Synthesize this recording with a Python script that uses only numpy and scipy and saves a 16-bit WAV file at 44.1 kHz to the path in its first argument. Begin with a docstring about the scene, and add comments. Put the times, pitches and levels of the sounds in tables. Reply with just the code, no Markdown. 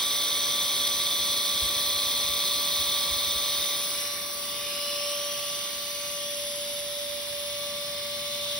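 """Air-driven grinding spindle in a workshop.

The shaft whines at about 35000 rpm over the hiss of its exhaust. A hand-held microphone stays close
for four seconds, bumped softly a few times, then backs away: the hiss falls and sweeps through an
echo's comb, the whine swells and fades in the room's standing waves, and a motor hum emerges."""
import sys
import numpy as np
from scipy import signal
from scipy.fft import rfft, irfft
from scipy.io import wavfile
from scipy.ndimage import uniform_filter1d, map_coordinates

SR = 44100
rng = np.random.default_rng(int(sys.argv[2]) if len(sys.argv) > 2 else 0)


def waveform_to_disk(signal):
    """Save audio, clipped to [-1, 1], as 16-bit WAV at the path in sys.argv[1]."""
    frames = np.transpose(np.atleast_2d(signal))
    scaled = np.clip(frames, -1, 1) * 32767
    samples = np.round(scaled).astype(np.int16)
    wavfile.write(sys.argv[1], SR, samples)


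N = 378819
T = np.arange(N) / SR
FRAME, HOP = 2048, 512
BIN_HZ = np.fft.rfftfreq(FRAME, 1 / SR)
FRAME_S = np.arange(N // HOP + 5)[:, None] * HOP / SR


def amp(db):
    """Decibels to gain."""
    return 10 ** (np.asarray(db) / 20)


def unit_rms(x):
    """Scale to rms 1."""
    return x / np.sqrt(np.mean(x ** 2) + 1e-20)


def bell(offset, width):
    """Gaussian of height 1; full width at half height."""
    return .5 ** np.minimum((2 * offset / width) ** 2, 50)


def at_times(table, time_s):
    """Columns of a time table, interpolated."""
    knots_s, *columns = np.transpose(table)
    return [np.interp(time_s, knots_s, column) for column in columns]


def at_bins(table):
    """Columns of a frequency table, interpolated in log frequency."""
    knots_hz, *columns = np.transpose(table)
    return [np.interp(np.log(BIN_HZ + 1), np.log(knots_hz), column) for column in columns]


def waver(rate_hz):
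    """Random drift of rms 1, up to about rate_hz."""
    hz = np.fft.rfftfreq(N, 1 / SR)
    return unit_rms(irfft(rfft(rng.standard_normal(N)) / (1 + (hz / rate_hz) ** 2), N))


def band_noise(low_hz, high_hz):
    """Band-passed noise of rms 1."""
    band = signal.butter(2, [low_hz, high_hz], "band", fs=SR, output="sos")
    return unit_rms(signal.sosfilt(band, rng.standard_normal(N)))


# Microphone retreat: (time [s], distance [0 close, 1 far])
DISTANCE = [(0, 0.022), (3.3, 0.14), (3.75, 0.26), (4, 0.87), (4.5, 0.9), (8.6, 0.87)]
def by_distance(close, far, time_s):
    """Close-to-far blend as the microphone backs away."""
    return close + (far - close) * at_times(DISTANCE, time_s)[0]


# Broad rush: (frequency [Hz], close density [dB], far density [dB])
RUSH_SPECTRUM = [(20, -16, -17), (60, -4.6, -13.5), (110, -8.4, -14.5), (230, -5.2, -10.6),
                 (370, -4.8, -13), (480, -3, -11.5), (680, -6.5, -14.5), (1500, -6.8, -11),
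                 (2700, -4.2, -6.2), (4600, .4, -.6), (6500, -12.3, -11.1), (6800, -6.5, -10.5),
                 (7400, -3.5, -9.3), (9000, -4, -10), (12300, -4.2, -11), (14200, -8, -12.5),
                 (15700, -.5, -8.5)]
# Exhaust and housing modes: (centre [Hz], width [Hz], close gain [dB], far gain [dB])
RESONANCES = [(1080, 234, 7.5, 4), (2197, 550, 7.5, 4), (2906, 300, 2.5, 7.5), (3270, 260, 9, 0),
              (3555, 165, 4.5, 4), (3685, 800, 16.5, 2.5), (4325, 350, 9.5, 2.4), (4900, 208, 10, 1.5),
              (5136, 295, 10, 3), (5600, 350, 4.5, 8), (5810, 120, 11.5, 2), (6060, 410, 21.5, 6.5),
              (8057, 270, 6, -21), (8280, 400, 11, 12), (10726, 370, 6.5, 8.5), (11075, 316, 11, 9),
              (11480, 130, 7, 7), (12950, 1100, 3.5, 5), (15100, 650, 8.5, 6)]
# High whistling band: (time [s], gain [dB])
WHISTLE_GAIN = [(0, -2), (3.5, -3), (3.9, 1), (4.5, -1.5), (5.3, 0.5), (5.8, -2), (6.45, 5.5), (7.3, 4),
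                (8.4, -2)]
# Main ring of the hiss: (time [s], gain [dB])
RING_GAIN = [(0, 0), (4.1, -0.6), (4.6, 4), (5.15, 0), (5.45, -1), (5.75, 0.5), (6.1, 0), (7.0, 2.5),
             (7.5, 2.5), (7.95, 2.2), (8.25, 1), (8.6, 2)]
def exhaust_spectrum_db(whistle_hz=11030, whistle_width_hz=740, ring_hz=3540, ring_width_hz=750):
    """Rushing air coloured by exhaust and housing resonances; relative level by frame and bin."""
    close_db, far_db = at_bins(RUSH_SPECTRUM)
    for hz, width_hz, close_gain_db, far_gain_db in RESONANCES:
        peak = bell(BIN_HZ - hz, width_hz)
        close_db += close_gain_db * peak
        far_db += far_gain_db * peak
    whistle_db = at_times(WHISTLE_GAIN, FRAME_S)[0] * bell(BIN_HZ - whistle_hz, whistle_width_hz)
    ring_db = at_times(RING_GAIN, FRAME_S)[0] * bell(BIN_HZ - ring_hz, ring_width_hz)
    return by_distance(close_db, far_db, FRAME_S) + whistle_db + ring_db


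# Microphone path: (time [s], standing-wave patterns passed [count])
ROOM_PATH = [(0, 1), (3.5, 3), (6, 16), (8.6, 24)]
def standing_waves_db(close_rms_db=1.6, far_rms_db=2.5):
    """Fine room peaks and dips that drift as the microphone moves and deepen with distance."""
    patterns = uniform_filter1d(rng.standard_normal((40, len(BIN_HZ))), size=3, axis=1)
    position = at_times(ROOM_PATH, FRAME_S[:, 0])[0]
    grid = np.meshgrid(position, np.arange(len(BIN_HZ)), indexing="ij")
    ripple = unit_rms(map_coordinates(patterns, grid, order=2))
    return ripple * by_distance(close_rms_db, far_rms_db, FRAME_S)


# Likeness of the two microphone ports: (frequency [Hz], close coherence [0-1], far coherence [0-1])
PORT_COHERENCE = [(100, 1, 1), (400, .96, .9), (900, .8, .65), (1500, .82, .58), (2000, .995, .82),
                  (2250, .99, .72), (2650, .5, .25), (2850, .05, .1), (3150, .8, .2), (3400, .91, .35),
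                  (4000, .93, .2), (4550, .9, .1), (4900, .99, .65), (5150, .995, .78), (5400, .95, .72),
                  (5700, .85, .85), (6200, .85, .75), (6600, .99, .99), (7600, .99, .99), (8800, .65, .6),
                  (9800, .99, .99), (11300, .97, .97), (12000, .7, .7), (13000, .99, .99),
                  (14200, .99, .99), (15000, .75, .72)]
# Phase between ports: (frequency [Hz], left lead [rad])
PORT_LEAD = [(100, 0), (250, -.1), (600, -.7), (1400, .2), (2200, 0), (3200, .9), (4000, .5), (4400, .55),
             (5000, .05), (5400, .3), (5700, .95), (6100, 1.7), (6500, 3.1), (7700, 3.2), (8600, 4),
             (9700, 6.2), (11400, 6.4), (12600, 9.3), (14300, 9.5), (15800, 12.3)]
# Pull of reflections: (time [s], coherence shift [+ in phase, - opposed])
COHERENCE_SHIFT = [(3.8, -0.025), (4.3, -0.015), (4.6, 0.22), (5.05, 0.38), (5.5, 0.13), (6.1, -0.036),
                   (6.7, -0.026), (7.3, -0.48), (7.9, -0.49), (8.6, -0.4)]
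# Bands pulled: (centre [Hz], width [Hz], share [0-1])
SHIFT_BANDS = [(2800, 1000, 1), (3930, 440, 0.5), (4470, 380, 0.7)]
def port_coherence():
    """Coherence and left lead; far off, reflections pull the ports into or out of phase."""
    bands = sum(share * bell(BIN_HZ - hz, width_hz) for hz, width_hz, share in SHIFT_BANDS)
    cross = by_distance(*at_bins(PORT_COHERENCE), FRAME_S) * np.exp(1j * at_bins(PORT_LEAD)[0])
    cross += at_times(COHERENCE_SHIFT, FRAME_S)[0] * bands
    return np.minimum(np.abs(cross), 1), np.angle(cross)


# Exhaust hiss: (time [s], relative level [dB], treble lift [dB])
HISS_LEVEL = [(0.0, -29.5, 2), (0.09, -29.5, 2.5), (2.94, -30, 2.5), (3.64, -31.5, 2.5), (4.0, -35, 1.5),
              (4.35, -39.5, 4.5), (4.88, -34.6, 0), (5.4, -36.5, 0.7), (6.07, -38.5, 1), (7.45, -38.5, -1),
              (7.9, -39, -0.5), (8.25, -38, -1.5), (8.59, -36.5, -0.5)]
# Dull roar below it: (time [s], relative level [dB])
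ROAR_LEVEL = [(0, -50), (3, -51), (3.7, -51.5), (4.1, -54.5), (5, -54.5), (6.4, -57.5), (8.6, -57.5)]
# Port balance: (frequency [Hz], left minus right [dB])
PORT_BALANCE = [(200, 0), (650, -3), (1150, -4.5), (1800, 0), (3100, -1.2), (4200, .5), (6500, 0)]
def exhaust(hiss_trim_db=.57, roar_trim_db=.06, split_hz=1400, treble_hz=7200):
    """Turbulent air at two ports: the hiss beams from the outlet, the low roar spreads all round."""
    power = amp(exhaust_spectrum_db() + flares_db()) ** 2 * echo_comb()
    coherence, lead_rad = port_coherence()
    mid_power = power * (1 + coherence * np.cos(lead_rad)) / 2
    hiss_power = mid_power[:, (BIN_HZ > 2000) & (BIN_HZ < 6300)].sum(1, keepdims=True)
    roar_power = mid_power[:, (BIN_HZ > 170) & (BIN_HZ < 480)].sum(1, keepdims=True)

    hiss_db, lift_db = at_times(HISS_LEVEL, FRAME_S)
    treble = 1 / (1 + (treble_hz / (BIN_HZ + 1)) ** 6)
    hiss_gain = amp(hiss_db + hiss_trim_db + lift_db * treble + standing_waves_db()) / np.sqrt(hiss_power)
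    roar_gain = amp(at_times(ROAR_LEVEL, FRAME_S)[0] + roar_trim_db) / np.sqrt(roar_power)
    bass = 1 / (1 + (BIN_HZ / split_hz) ** 4)
    magnitude = np.sqrt(power) * (bass * roar_gain + (1 - bass) * hiss_gain)

    noise = rng.standard_normal((4, *power.shape))
    left, independent = noise[::2] + 1j * noise[1::2]
    right = (coherence * left + np.sqrt(1 - coherence ** 2) * independent) * np.exp(-1j * lead_rad)
    balance = amp(at_bins(PORT_BALANCE)[0] / 2)
    spectra = magnitude * np.array([left * balance, right / balance])
    _, air = signal.istft(spectra.transpose(0, 2, 1), nperseg=FRAME, noverlap=FRAME - HOP)
    return np.sqrt(3 / 2) * air[:, :N]


def treble_flicker(air, above_hz=2500, louder_at_s=.872, louder_length_s=.014, louder_db=3.5):
    """The treble of the hiss flickers (less far off), sways slowly and is briefly louder once."""
    treble = signal.sosfiltfilt(signal.butter(2, above_hz, "high", fs=SR, output="sos"), air)
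    flicker = np.exp(by_distance(.09, .04, T) * waver(rate_hz=350) + .022 * waver(rate_hz=9))
    brief_gain = amp(louder_db * bell(T - louder_at_s, louder_length_s))
    return air + treble * (flicker * brief_gain - 1)


def stereo_tone(rms_db, pan_db, phase_rad, lead_rad):
    """A sine at the two ports; positive pan and lead favour the left."""
    side = np.array([[.5], [-.5]])
    return np.sqrt(2) * amp(rms_db + side * pan_db) * np.sin(phase_rad + side * lead_rad)


# Spindle: (time [s], speed [rev/s])
SHAFT_SPEED = [(0, 578.8), (2.8, 579.2), (4.2, 578.8), (6, 579.2), (8.6, 579.9)]
# First order in the standing waves: (time [s], level [dB], left minus right [dB])
FUNDAMENTAL = [(0.0, -53, 0.0), (0.16, -46.5, -2), (1.79, -45.5, -6), (3.68, -44.5, -6.5),
               (4.52, -46.5, 10), (5.07, -36.5, 0.5), (5.31, -39.5, -3), (5.62, -46.5, -11),
               (5.95, -43.5, 4), (6.17, -41, 3.5), (6.41, -38.5, -0.5), (6.87, -39, -4.5), (7.32, -39, -8),
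               (7.61, -39, 0), (8.11, -40, 4), (8.59, -39, 0)]
# Second order, node near 7 s: (time [s], relative level [dB], left minus right [dB])
OCTAVE = [(0.0, -48, -8), (3.09, -46.5, -9.5), (4.06, -51, -10), (5.4, -46.5, -0.5), (5.81, -53.5, -5),
          (6.22, -50.5, -3), (6.48, -70, 26), (7.23, -67, -26), (7.61, -51.5, 3), (8.59, -53, -5)]
# Faint higher orders: (order [x speed], close level [dB], far level [dB])
OVERTONES = [(4, -58, -67), (6, -50, -58), (9, -62, -66), (10, -60, -64)]
def whine(dip_at_s=7.26, dip_length_s=.1, dip_db=-3.5, octave_trim_db=1.5,
          flutter=.045, overtone_flutter=.83):
    """Shaft orders of the spindle; the first dips briefly once, the higher ones flutter more."""
    shaft_rad = 2 * np.pi * np.cumsum(at_times(SHAFT_SPEED, T)[0]) / SR
    level_db, pan_db = at_times(FUNDAMENTAL, T)
    level_db += dip_db * bell(T - dip_at_s, dip_length_s)
    fundamental = stereo_tone(level_db, pan_db, shaft_rad, lead_rad=by_distance(-1.3, -.45, T))
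    out = fundamental * (1 + flutter * waver(rate_hz=25))

    level_db, pan_db = at_times(OCTAVE, T)
    octave = stereo_tone(level_db + octave_trim_db, pan_db, 2 * shaft_rad, lead_rad=-.12)
    out += octave * (1 + 2 * flutter * waver(rate_hz=25))

    for order, close_db, far_db in OVERTONES:
        overtone = stereo_tone(by_distance(close_db, far_db, T), 0, order * shaft_rad, lead_rad=.18)
        out += overtone * (1 + overtone_flutter * waver(rate_hz=4.8))
    return out


# Hum lines: (frequency [Hz], relative level [dB])
HUM_LINES = [(70, -76), (146, -75.5), (220.7, -70), (936.7, -72)]
# Nearness of the motors: (time [s], gain [dB])
MOTOR_GAIN = [(0, -3), (3.4, 1), (4.2, -12), (5.6, -2), (6.6, 3.5), (7.7, 7.5), (8.6, 9)]
def motor_hum(flutter=.097, drift_rad=.19):
    """Faint wavering lines of electric motors over their rumble."""
    lines = np.zeros(N)
    for hz, level_db in HUM_LINES:
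        tone = np.sqrt(2) * np.sin(2 * np.pi * hz * T + drift_rad * waver(rate_hz=11))
        lines += amp(level_db) * tone * (1 + flutter * waver(rate_hz=5.5))
    rumble = amp(-66) * band_noise(low_hz=48, high_hz=164)
    return amp(at_times(MOTOR_GAIN, T)[0]) * (lines + rumble)


# Hand on the microphone: (time [s], envelope peak [dB], frequency [Hz])
BUMPS = [(1.525, -47, 70), (1.617, -32.5, 58), (1.755, -45, 70), (1.87, -49, 80), (1.95, -46, 65),
         (2.05, -47, 55), (2.23, -45, 48), (2.28, -45.5, 60), (2.785, -39, 68), (2.865, -46, 62),
         (3.103, -37.5, 58), (3.27, -45, 68), (3.347, -39.5, 52), (3.57, -47, 65)]
def hand_bumps(push_rise_s=.01, rub_rise_s=.026, rub_relative_db=-11):
    """Each bump is a low push of a cycle or two and a short dull rub, alike in both ports."""
    out = np.zeros(N)
    friction = amp(rub_relative_db) * band_noise(low_hz=40, high_hz=110)
    for start_s, level_db, hz in BUMPS:
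        age_s = np.maximum(T - start_s, 0)
        push = age_s / push_rise_s * np.exp(1 - age_s / push_rise_s) * np.sin(2 * np.pi * hz * age_s)
        rub = age_s / rub_rise_s * np.exp(1 - age_s / rub_rise_s) * friction
        out += amp(level_db) * (push + rub)
    return out


# Two bounces: (time [s], lag 1 [ms], strength 1 [0-1], lag 2 [ms], strength 2 [0-1])
ECHOES = [(3.6, .614, 0, 1.1, 0), (4.0, .563, .23, 1.04, .03), (4.25, .554, .23, .94, .12),
          (4.5, .416, .19, .87, .14), (4.75, .407, .29, .8, .27), (5.0, .385, .31, .776, .33),
          (5.25, .36, .29, .721, .3), (5.5, .329, .21, .682, .25), (5.9, .317, .22, .664, .2),
          (6.3, .349, .16, .645, .2), (6.8, .338, .05, .635, .14), (7.4, .324, .1, .6, .12),
          (8.0, .305, 0, .598, .16), (8.3, .307, .16, .596, .18)]
def echo_comb(beam_hz=5100, beam_width_hz=5050, phase1_rad=.59, phase2_rad=.94):
    """Power gain of hiss beamed at two metal surfaces; the teeth sweep up as the lags shrink."""
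    lag1_ms, strength1, lag2_ms, strength2 = at_times(ECHOES, FRAME_S)
    rad_per_ms = 2 * np.pi * BIN_HZ / 1000
    bounce1 = strength1 * np.exp(1j * (phase1_rad - rad_per_ms * lag1_ms))
    bounce2 = strength2 * np.exp(1j * (phase2_rad - rad_per_ms * lag2_ms))
    beam = bell(BIN_HZ - beam_hz, beam_width_hz)
    return np.abs(1 + beam * (bounce1 + bounce2)) ** 2


# Passing bands in the hiss: (time [s], length [s], centre [Hz], rise [Hz/s], gain [dB])
FLARES = [(4.2, .25, 4230, 1300, 3.5), (4.85, .6, 4870, 400, -3.5), (4.95, .7, 3010, 500, 4),
          (5.65, .5, 2680, 300, -2.5), (6.0, .14, 2310, 500, 4.5), (6.26, .07, 3320, 2500, 8),
          (7.5, .18, 3130, 0, 3)]
def flares_db(width_hz=250):
    """Narrow bands of hiss swell or sink for a moment, most rising in pitch."""
    lift_db = 0
    for at_s, length_s, hz, rise_hz_per_s, gain_db in FLARES:
        offset_s = FRAME_S - at_s
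        centre_hz = hz + rise_hz_per_s * offset_s
        lift_db += gain_db * bell(offset_s, length_s) * bell(BIN_HZ - centre_hz, width_hz)
    return lift_db


def scene():
    """Exhaust, whine, motors and handling, in stereo."""
    return treble_flicker(exhaust()) + whine() + motor_hum() + hand_bumps()


def record(dry, low_cut_hz=48, band_limit_hz=15750):
    """Microphone low cut, then a steep band limit."""
    low_cut = signal.butter(3, low_cut_hz, "high", fs=SR, output="sos")
    band_limit = signal.firwin(511, band_limit_hz, window=("kaiser", 9), fs=SR)
    return signal.oaconvolve(signal.sosfilt(low_cut, dry), band_limit[None], "same")


dry = scene()
out = record(dry)
waveform_to_disk(out)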